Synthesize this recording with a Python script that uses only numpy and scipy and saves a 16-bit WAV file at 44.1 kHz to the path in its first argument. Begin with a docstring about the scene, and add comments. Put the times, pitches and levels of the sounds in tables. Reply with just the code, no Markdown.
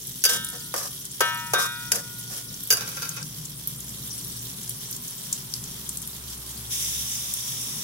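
"""Stir-frying in a wok

Ginger and chilli sizzle in a steel wok over a gas flame, under a small kitchen's extractor fan.
Water bursts in the hot oil as fizz and single spits; late on, a spoonful of wet paste flares up.
A steel spatula strikes and scrapes the wok, rings as it lifts off, and is laid against the side."""
import sys
import numpy as np
from scipy import signal
from scipy.fft import rfft, irfft, next_fast_len
from scipy.io import wavfile

SR = 44100
rng = np.random.default_rng(int(sys.argv[2]) if len(sys.argv) > 2 else 0)


def waveform_to_disk(signal):
    """Save audio, clipped to [-1, 1], as 16-bit WAV at the path in sys.argv[1]."""
    frames = np.transpose(np.atleast_2d(signal))
    scaled = np.clip(frames, -1, 1) * 32767
    samples = np.round(scaled).astype(np.int16)
    wavfile.write(sys.argv[1], SR, samples)


N = 345303
T = np.arange(N) / SR
FFT_SIZE = next_fast_len(N + SR)
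HZ = np.maximum(np.arange(FFT_SIZE // 2 + 1) * SR / FFT_SIZE, 1)

# A soft mid-range rush comes up. Each row: time in seconds, level in dB.
RUSH_LEVELS = [(0, -56), (3.7, -46), (3.95, -46), (7.83, -40.5)]
# The hum of the fan's motor. Each row: pitch in Hz, relative level in dB.
MOTOR_TONES = [(118.4, -50.5), (296.1, -60.5), (382.2, -62.5)]
# Swells in the flame's sound. Each row: middle in seconds, half-length in seconds, level in dB.
FLAME_PUFFS = [(1.35, 0.21, -56), (2.51, 0.039, -43), (4.0, 0.74, -57), (6.06, 0.21, -52)]
HOLLOW_SWELLS = [(3.35, 0.44, -44.5)]  # the roar turns hollow for a moment
LOW_BOOM_SWELLS = [(4.0, 0.7, -60), (6.5, 0.76, -51)]
# How hard the vegetables fry. Each row: time in seconds, relative level in dB.
FRYING_LEVELS = [(0.0, -39), (1.93, -41.5), (2.94, -40.5), (3.46, -43), (4.5, -39.5), (5.98, -42),
                 (6.65, -42)]
# The biggest water drops spit. 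Each row: time in seconds, relative level in dB, pitch in Hz.
BIG_DROPS = [(0.0697, -24.5, 10400), (0.4454, -18.5, 9180), (0.4868, -23.5, 9870), (1.052, -25, 7800),
             (2.5411, -26.5, 5700), (2.6344, -23, 11800), (3.091, -19, 6700), (3.2276, -22.5, 5620),
             (3.6726, -16, 12700), (4.6932, -18.5, 10200), (4.927, -22.5, 5950), (5.3268, -11.5, 6820),
             (5.5376, -15, 5170), (5.8912, -18, 7900), (5.9708, -20, 8000), (7.337, -16, 9800)]

# The spatula hits the wok; a loosely held blade clinks most. Each row: time in seconds, relative
# thud and clash levels in dB, clink compared with clash in dB, left minus right in dB,
# wait until the bounce in seconds, bounce compared with the hit in dB.
SPATULA_HITS = [(0.238, -38.5, -16.5, -1, 1, .013, 1.5), (0.739, -26, -29.5, -8, 1, 0.018, -18),
                (1.205, -18, -20, -6, -1, .007, -13), (1.534, -21.5, -20.5, -7, 1, .01, -15),
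                (1.917, -35, -16, -7, 1.5, 0.039, -10), (2.703, -36, -15.5, 2, -1.5, 0.021, -2.5)]
# The blade is pushed along the steel. Each row: start and length in seconds, then the starting
# levels of groan, squeal and rasp in dB.
SCRAPE_STROKES = [(0.288, 0.083, -34, -42, -22.5), (0.527, 0.036, -42.5, -68, -41),
                  (0.756, 0.12, -37.5, -38.5, -28), (1.541, 0.064, -29, -33, -50),
                  (1.582, 0.085, -38.5, -27.5, -24.5), (1.933, 0.07, -34.5, -60, -28.5),
                  (2.301, 0.11, -44.5, -61, -34), (2.72, 0.048, -40, -44, -35)]
# The sliding edge catches. Each row: time in seconds, relative chatter and clash levels in dB.
EDGE_CATCHES = [(2.703, -25, -35), (2.769, -32, -29), (2.807, -29, -34), (2.875, -40, -34),
                (2.967, -34.5, -37), (3.02, -33.5, -32.5), (3.044, -38, -45), (3.163, -32, -39)]
# The steel is left to ring. Each row: start in seconds, relative level in dB, place struck
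# (0 far wall, 1 near floor, 2 left side), build-up time in seconds.
RING_EVENTS = [(.241, -23.5, 0, 0.11), (1.207, -23.5, 1, 0.0044), (1.536, -21.5, 2, 0.02)]
# The tones of the freely ringing spatula and wok. Each row: pitch in Hz, seconds to fade by 60 dB,
# then relative levels in dB when struck at the far wall, the near floor and the left side.
STEEL_TONES = [(948, 1.85, -25.5, -8, -35), (1300, 0.93, -10.5, -1, -8.5), (1441, 2, -19, -14, -10),
               (1566, 0.56, 2.5, 2, 2), (1797, 1.01, -13, -4, -20), (1930, 1.9, -43, -15.5, -24),
               (2205, 0.86, -18, -9, -16), (2444, 1.4, -46, -13, -17), (2764, 0.97, -25, -11, -18),
               (2932, 0.77, -5.5, -6, -24), (3300, 0.66, -1, -5.5, -13), (3450, 1.4, -18, -17, -16),
               (3720, 0.74, -2.5, -11.5, -2.5), (4334, 0.78, -20, -14, -34)]

# Modes are the pitches that steel likes to shake at; pressing on it makes them broad and short.
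# Each row: pitch in Hz, width in Hz, relative level in dB.
CLANG_MODES = [(616, 54, -5), (752, 53, -4), (1042, 47, 0), (1194, 52, -1), (3280, 39, -11), (4000, 45, -5),
               (5000, 55, -16), (5750, 120, -1)]  # the pressed wok
CLINK_MODES = [(440, 91, -1.5), (1548, 174, -3), (2853, 110, -2.5), (4800, 114, 8), (5400, 180, -6),
               (6100, 140, 3), (6600, 300, -11), (10270, 470, -2), (12200, 280, -3)]  # the blade pressing on it
GROAN_MODES = [(369, 59, -5), (476, 27, 3), (570, 40, 1.5), (702, 63, -3), (1040, 1000, -12.5),
               (1710, 300, -11), (2920, 470, -54)]
SQUEAL_MODES = [(1115, 180, 5.5), (1220, 110, 10.5), (1580, 110, 0), (1790, 110, -8)]
CHATTER_MODES = [(497, 190, -8), (860, 240, -12), (1120, 280, -9), (1376, 97, 2), (1570, 125, -0.5),
                 (2000, 350, -14), (2320, 240, -8), (2550, 140, -5.5), (2940, 140, -11), (3770, 730, -11.5),
                 (4690, 110, -3.5), (5800, 1500, -7.5)]

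# The tone colour of each noise, from bass to treble. Each row: frequency in Hz, relative level in dB.
RUSH_COLOUR = [(150, -7), (400, -6.5), (750, -9), (1000, -4), (2000, -11.5), (5000, -8)]
FLAME_COLOUR = [(20, -28), (35, -13), (95, -15), (120, 3.5), (150, -1), (200, -4), (260, -9), (310, -19),
                (420, -16), (520, -23.5), (800, -32.5), (2000, -41)]
FIZZ_COLOUR = [(500, -24.5), (1000, -12), (2000, -9.5), (2600, -10.5), (3200, 1.5), (4300, -4), (5400, 0.5),
               (6800, -2.5), (8500, -2.5), (10400, 0.5), (12000, -4.5), (13500, -6), (16000, -1.5)]
PASTE_COLOUR = [(600, -27), (1200, -23), (2000, -8.5), (2700, -7), (3600, 2.5), (4350, -12), (5000, 1.5),
                (5700, 4), (6200, 3), (8200, -3), (10300, 1), (12000, -5.5), (14000, -8), (16000, -1)]
SPIT_COLOUR = [(1500, -23), (4000, -5), (16000, 2.5)]
RASP_COLOUR = [(1500, -15.5), (3400, -8.5), (4300, -8), (5400, 2.5), (7000, -2), (8600, -2.5), (10500, -2),
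               (16000, -10.5)]
THUD_COLOUR = [(200, -39), (350, -1.5), (550, 7), (900, -0.5), (1200, 3), (1650, -1), (2200, -15.5),
               (3300, -13.5), (4500, -18)]
CLASH_COLOUR = [(1000, -36), (1550, -8), (2050, -11), (2850, -7.5), (4300, -12), (4820, -3), (5400, 0),
                (6800, 0.5), (8600, -7.5), (10200, 0.5), (11500, -3), (12100, -14), (12900, -4),
                (16000, -8.5)]

# How the two microphone openings differ. Each row: frequency in Hz, left minus right in dB.
MIC_BALANCE = [(60, 1.2), (200, 3.5), (700, 0.5), (1300, 1), (2400, 2.5), (3700, -3.5), (5500, 1.5),
               (7000, -4), (8300, 4.5), (9800, -0.5), (11000, 9.5), (12300, -15), (14000, -0.5),
               (16000, -2)]


def gain(db):
    """Turn decibels into a number to multiply by."""
    return 10 ** (np.asarray(db) / 20)


def unit(x):
    """Scale x to an average power of 1."""
    return x / np.sqrt(np.mean(abs(x) ** 2))


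def pan(left_minus_right_db):
    """Gains for the left and right channels."""
    return gain(np.array([[1], [-1]]) * left_minus_right_db / 2)


def add(out, start_s, x):
    """Mix x into out at the given time."""
    i = int(start_s * SR)
    out[:, i:i + x.shape[1]] += x[:, :N - i]


def curve(rows):
    """Join (time, value) rows with straight lines."""
    return np.interp(T, *np.transpose(rows))


def swells(rows):
    """A gain that rises and falls smoothly once for each row."""
    return sum(gain(db) * np.exp(-((T - middle_s) / half_s) ** 2) for middle_s, half_s, db in rows)


def wander(turns_per_s):
    """A random drift around zero, usually by about 1."""
    points = rng.standard_normal(1024)
    return 1.6 * np.interp(T * turns_per_s, np.arange(len(points)), points)


def causal(gains):
    """Build a filter with these gains that rings only after it is struck, never before."""
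    cepstrum = irfft(np.log(gains + 1e-4), FFT_SIZE)
    cepstrum[1:FFT_SIZE // 2] *= 2
    cepstrum[FFT_SIZE // 2 + 1:] = 0
    return np.exp(rfft(cepstrum))


def colour(rows):
    """A filter that follows a tone colour table."""
    hz, db = np.transpose(rows)
    return causal(gain(np.interp(np.log(HZ), np.log(hz), db)))


def resonances(modes):
    """A filter with one steep peak for each mode."""
    peaks = (gain(db) / (1 + ((HZ - hz * hz / HZ) / width) ** 2) for hz, width, db in modes)
    return causal(np.sqrt(sum(peak ** 2 for peak in peaks)))


def through(x, response):
    """Pass x through a filter, scaled so that white noise keeps its level."""
    return irfft(rfft(x, FFT_SIZE) * unit(response), FFT_SIZE)[..., :N]


def burst(fade_s):
    """Crowded echoes: stereo noise that dies away by 60 dB in fade_s."""
    t = T[:SR // 2]
    return rng.standard_normal((2, len(t))) * np.exp(-np.log(1000) * t / fade_s)


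def rattle(per_s, scatter_db, fade_s, force=1):
    """Random clicks of unequal size, each with its own tail of echoes off the bowl."""
    sizes = gain(scatter_db * np.minimum(rng.standard_normal(N), 2.6))
    clicks = unit((rng.random(N) < per_s / SR) * sizes) * force
    decay = np.exp(-2 * np.log(1000) / (fade_s * SR))
    power = signal.lfilter([1 - decay], [1, -decay], clicks ** 2 + 1e-18)
    return np.sqrt(power) * rng.standard_normal((2, N))


def push(start_s, length_s, rise_s=0.0018):
    """The pressure of one stroke: on quickly, off a little more slowly."""
    press = np.clip((T - start_s) / rise_s, 0, 1)
    release = np.clip((start_s + length_s - T) / (2 * rise_s) + .5, 0, 1)
    return press * release


def kitchen_echo(x, fade_s=.25):
    """The tiled walls send back a short echo, with left and right swapped."""
    tail = burst(fade_s)
    tail /= np.sqrt(np.sum(tail ** 2) / 2)
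    return signal.fftconvolve(x[::-1], tail, axes=1)[:, :N]


def soft_rush():
    """A soft mid-range rush comes up in the background."""
    return through(rng.standard_normal((2, N)), colour(RUSH_COLOUR)) * gain(curve(RUSH_LEVELS))


def extractor_fan():
    """The motor hums with a slight waver."""
    hum = np.zeros(N)
    for hz, db in MOTOR_TONES:
        tone = unit(np.sin(2 * np.pi * hz * T + 0.15 * wander(2.7)))
        hum += tone * gain(db - 2.5 + 2 * wander(2.09))
    return hum


def gas_burner(roar_db=-44, boom_db=-62, boom_hz=65.5):
    """The flame roars, flutters and puffs, with a low boom swelling under it."""
    flutter = gain(1.55 * wander(7.7))
    roar = through(rng.standard_normal((2, N)), colour(FLAME_COLOUR))
    roar *= (gain(roar_db) + swells(FLAME_PUFFS)) * flutter
    hollow = through(rng.standard_normal(N), resonances([(146.5, 30, 0)])) * swells(HOLLOW_SWELLS)
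    boom = unit(np.sin(2 * np.pi * boom_hz * T + .5 * wander(7.2)))
    boom *= (gain(boom_db) + swells(LOW_BOOM_SWELLS)) * gain(2 * wander(8))
    return roar + hollow + boom


def steam_bubbles(per_s_at_8khz, scatter_db):
    """Tiny bubbles burst, each size at its own pitch; small, high ones are the most common."""
    out = 0
    for hz in np.geomspace(3500, 14000, num=11):
        band = signal.butter(2, [hz * .91, hz * 1.09], "band", fs=SR, output="sos")
        pops = rattle(per_s_at_8khz * hz / 8000, scatter_db, fade_s=0.084)
        out = out + signal.sosfilt(band, pops) * (hz / 8000) ** .5
    return unit(out)


def oil_resonance():
    """A filter for the two high pitches at which the pool of frying oil resonates."""
    return 1 + resonances([(5644, 330, -1.5), (10550, 250, -12)])


def frying_vegetables():
    """Water bursts in the oil as a fine fizz with a coarser crackle on top."""
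    fizz = rattle(per_s=6000, scatter_db=7.6, fade_s=0.013) * gain(1.3 * wander(18))
    crackle = steam_bubbles(130, scatter_db=6.5) * gain(wander(5) - 1.5)
    sizzle = (fizz + crackle) * gain(curve(FRYING_LEVELS) + 0.5)
    return through(sizzle, colour(FIZZ_COLOUR) * oil_resonance())


def wet_paste(start_s=6.697, rise_s=.028, boil_s=0.061):
    """Wet paste lands in the oil, hisses up quickly and calms as its water boils off."""
    age = np.maximum(T - start_s, 0)
    level_db = -25.5 - 7 * np.log10(1 + age / boil_s)
    strength = np.minimum(age / rise_s, 1) * gain(level_db + 0.58 * wander(25))
    hiss = rattle(per_s=8600, scatter_db=3, fade_s=0.038)
    crackle = gain(-4.5) * steam_bubbles(300, scatter_db=7.1)
    return through((hiss + crackle) * strength, colour(PASTE_COLOUR) * oil_resonance())


def spitting_drops(small_per_s=3.5, low_hz=6500, high_hz=12000):
    """Big drops and random small ones each burst with a crack that rattles about the bowl."""
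    chances = rng.random((int(small_per_s * N / SR), 3))
    small_drops = [(when * T[-1], -29.5 + 5 * size, low_hz * (high_hz / low_hz) ** pitch)
                   for when, size, pitch in chances]
    out = np.zeros((2, N))
    for start_s, db, hz in list(BIG_DROPS) + small_drops:
        band = signal.butter(1, [hz * .88, hz * 1.11], "band", fs=SR, output="sos")
        crack = signal.sosfilt(band, burst(.022) + gain(-14) * burst(.11))
        crack /= np.sqrt(np.mean(crack[:, :SR // 250] ** 2))  # the first 4 ms set the level
        level_db = db - 5 - np.log2(hz / 8000)  # higher-pitched cracks are played a little quieter
        add(out, start_s + .0008, crack * gain(level_db))
    return through(out, colour(SPIT_COLOUR)) * pan(2.1)


def spatula_settling(start_s=2.703, length_s=.53, catch_decay_s=0.02):
    """The spatula chatters as it slides to rest, louder each time its edge catches."""
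    age = np.clip(T - start_s, 0, length_s)
    slide = gain(-45 + age) * push(start_s, length_s)  # nearly even: up 1 dB a second
    catches = sum(gain(db) * (T > catch_s) * np.exp(-abs(T - catch_s) / catch_decay_s)
                  for catch_s, db, _ in EDGE_CATCHES)
    chatter = rattle(per_s=900, scatter_db=1.8, fade_s=0.037, force=slide + catches)
    return through(chatter, resonances(CHATTER_MODES))


def spatula_scrapes(ease_db_per_s=69):
    """The edge sticks and slips: the wok groans, the blade squeals and the rough steel rasps."""
    forces = np.zeros((3, N))
    for start_s, length_s, *levels_db in SCRAPE_STROKES:
        eased_db = ease_db_per_s * np.clip(T - start_s, 0, length_s)  # the hand eases off
        forces += gain(np.array(levels_db)[:, None] - eased_db) * push(start_s, length_s)
    groan = rattle(per_s=2000, scatter_db=1.8, fade_s=0.019, force=forces[0])
    squeal = rattle(per_s=1800, scatter_db=4, fade_s=0.0095, force=forces[1])
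    rasp = rattle(per_s=1900, scatter_db=5.8, fade_s=0.067, force=forces[2])
    pitched = through(groan, resonances(GROAN_MODES)) + through(squeal, resonances(SQUEAL_MODES))
    return pitched * pan(2.2) + through(rasp, colour(RASP_COLOUR))


def spatula_hits():
    """At each contact the wok thuds and clangs, the steel clashes and the blade clinks."""
    contacts = []
    for start_s, thud_db, clash_db, clink_db, pan_db, wait_s, bounce_db in SPATULA_HITS:
        contacts.append((start_s, thud_db, clash_db, clink_db, pan_db))
        contacts.append((start_s + wait_s, thud_db + bounce_db, clash_db + bounce_db, clink_db, pan_db))
    # a catch of the sliding edge is a light tap with very little thud
    contacts += [(start_s, clash_db - 15, clash_db, -3, -2) for start_s, _, clash_db in EDGE_CATCHES]
    thud, clang, clash, clink = np.zeros((4, 2, N))
    for start_s, thud_db, clash_db, clink_db, pan_db in contacts:
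        add(thud, start_s + .001, burst(0.078) * gain(thud_db + 4.5) * pan(1))
        add(clang, start_s, burst(0.66) * gain(thud_db - 13))
        add(clash, start_s + .001, burst(0.048) * gain(clash_db + 5.5) * pan(pan_db))
        add(clink, start_s + .0022, burst(0.097) * gain(clash_db + clink_db) * pan(pan_db))
    wok = through(thud, colour(THUD_COLOUR)) + through(clang, resonances(CLANG_MODES))
    return wok + through(clash, colour(CLASH_COLOUR)) + through(clink, resonances(CLINK_MODES))


def steel_ringing():
    """Tones build up as the blade drags, then ring on; the place struck sets their mix."""
    out, t = np.zeros((2, N)), T[:3 * SR]
    hz, fade_s, *place_db = np.transpose(STEEL_TONES)
    lag_s = np.array([0, .0001])[:, None, None]  # the right side hears it slightly later
    tones = np.sin(2 * np.pi * hz[:, None] * (t - lag_s)) * np.exp(-np.log(1000) * t / fade_s[:, None])
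    # low tones spread to the left, high ones to the right
    tones *= pan(np.interp(hz, [1400, 2400], [4.4, -1.4]))[:, :, None]
    for start_s, db, place, build_s in RING_EVENTS:
        ring = gain(db + place_db[round(place)]) @ tones
        add(out, start_s, ring * np.minimum(t / build_s, 1) ** .5)
    return out


def scene():
    """Mix everything; the spatula's knocks and scrapes and the oil echo in the kitchen."""
    spatula = spatula_hits() + spatula_scrapes() + spatula_settling()
    oil = frying_vegetables() + wet_paste() + spitting_drops()
    echo = gain(-11) * kitchen_echo(spatula + oil)
    return gas_burner() + extractor_fan() + soft_rush() + echo + oil + spatula + steel_ringing()


def record(dry, shared_below_hz=600, top_hz=15800):
    """Two close microphone openings share the bass but colour the treble differently; the top is cut."""
    middle = rfft(dry[0] + dry[1], FFT_SIZE) / 2
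    side = rfft(dry[0] - dry[1], FFT_SIZE) / 2
    side /= np.sqrt(1 + (shared_below_hz / HZ) ** 4)
    hz, db = np.transpose(MIC_BALANCE)
    balance = pan(np.interp(np.log(HZ), np.log(hz), db))
    stereo = irfft(np.array([middle + side, middle - side]) * balance, FFT_SIZE)[:, :N]
    top_cut = signal.ellip(10, .2, 70, top_hz, fs=SR, output="sos")
    return signal.sosfilt(top_cut, stereo)


dry = scene()
out = record(dry)
waveform_to_disk(out)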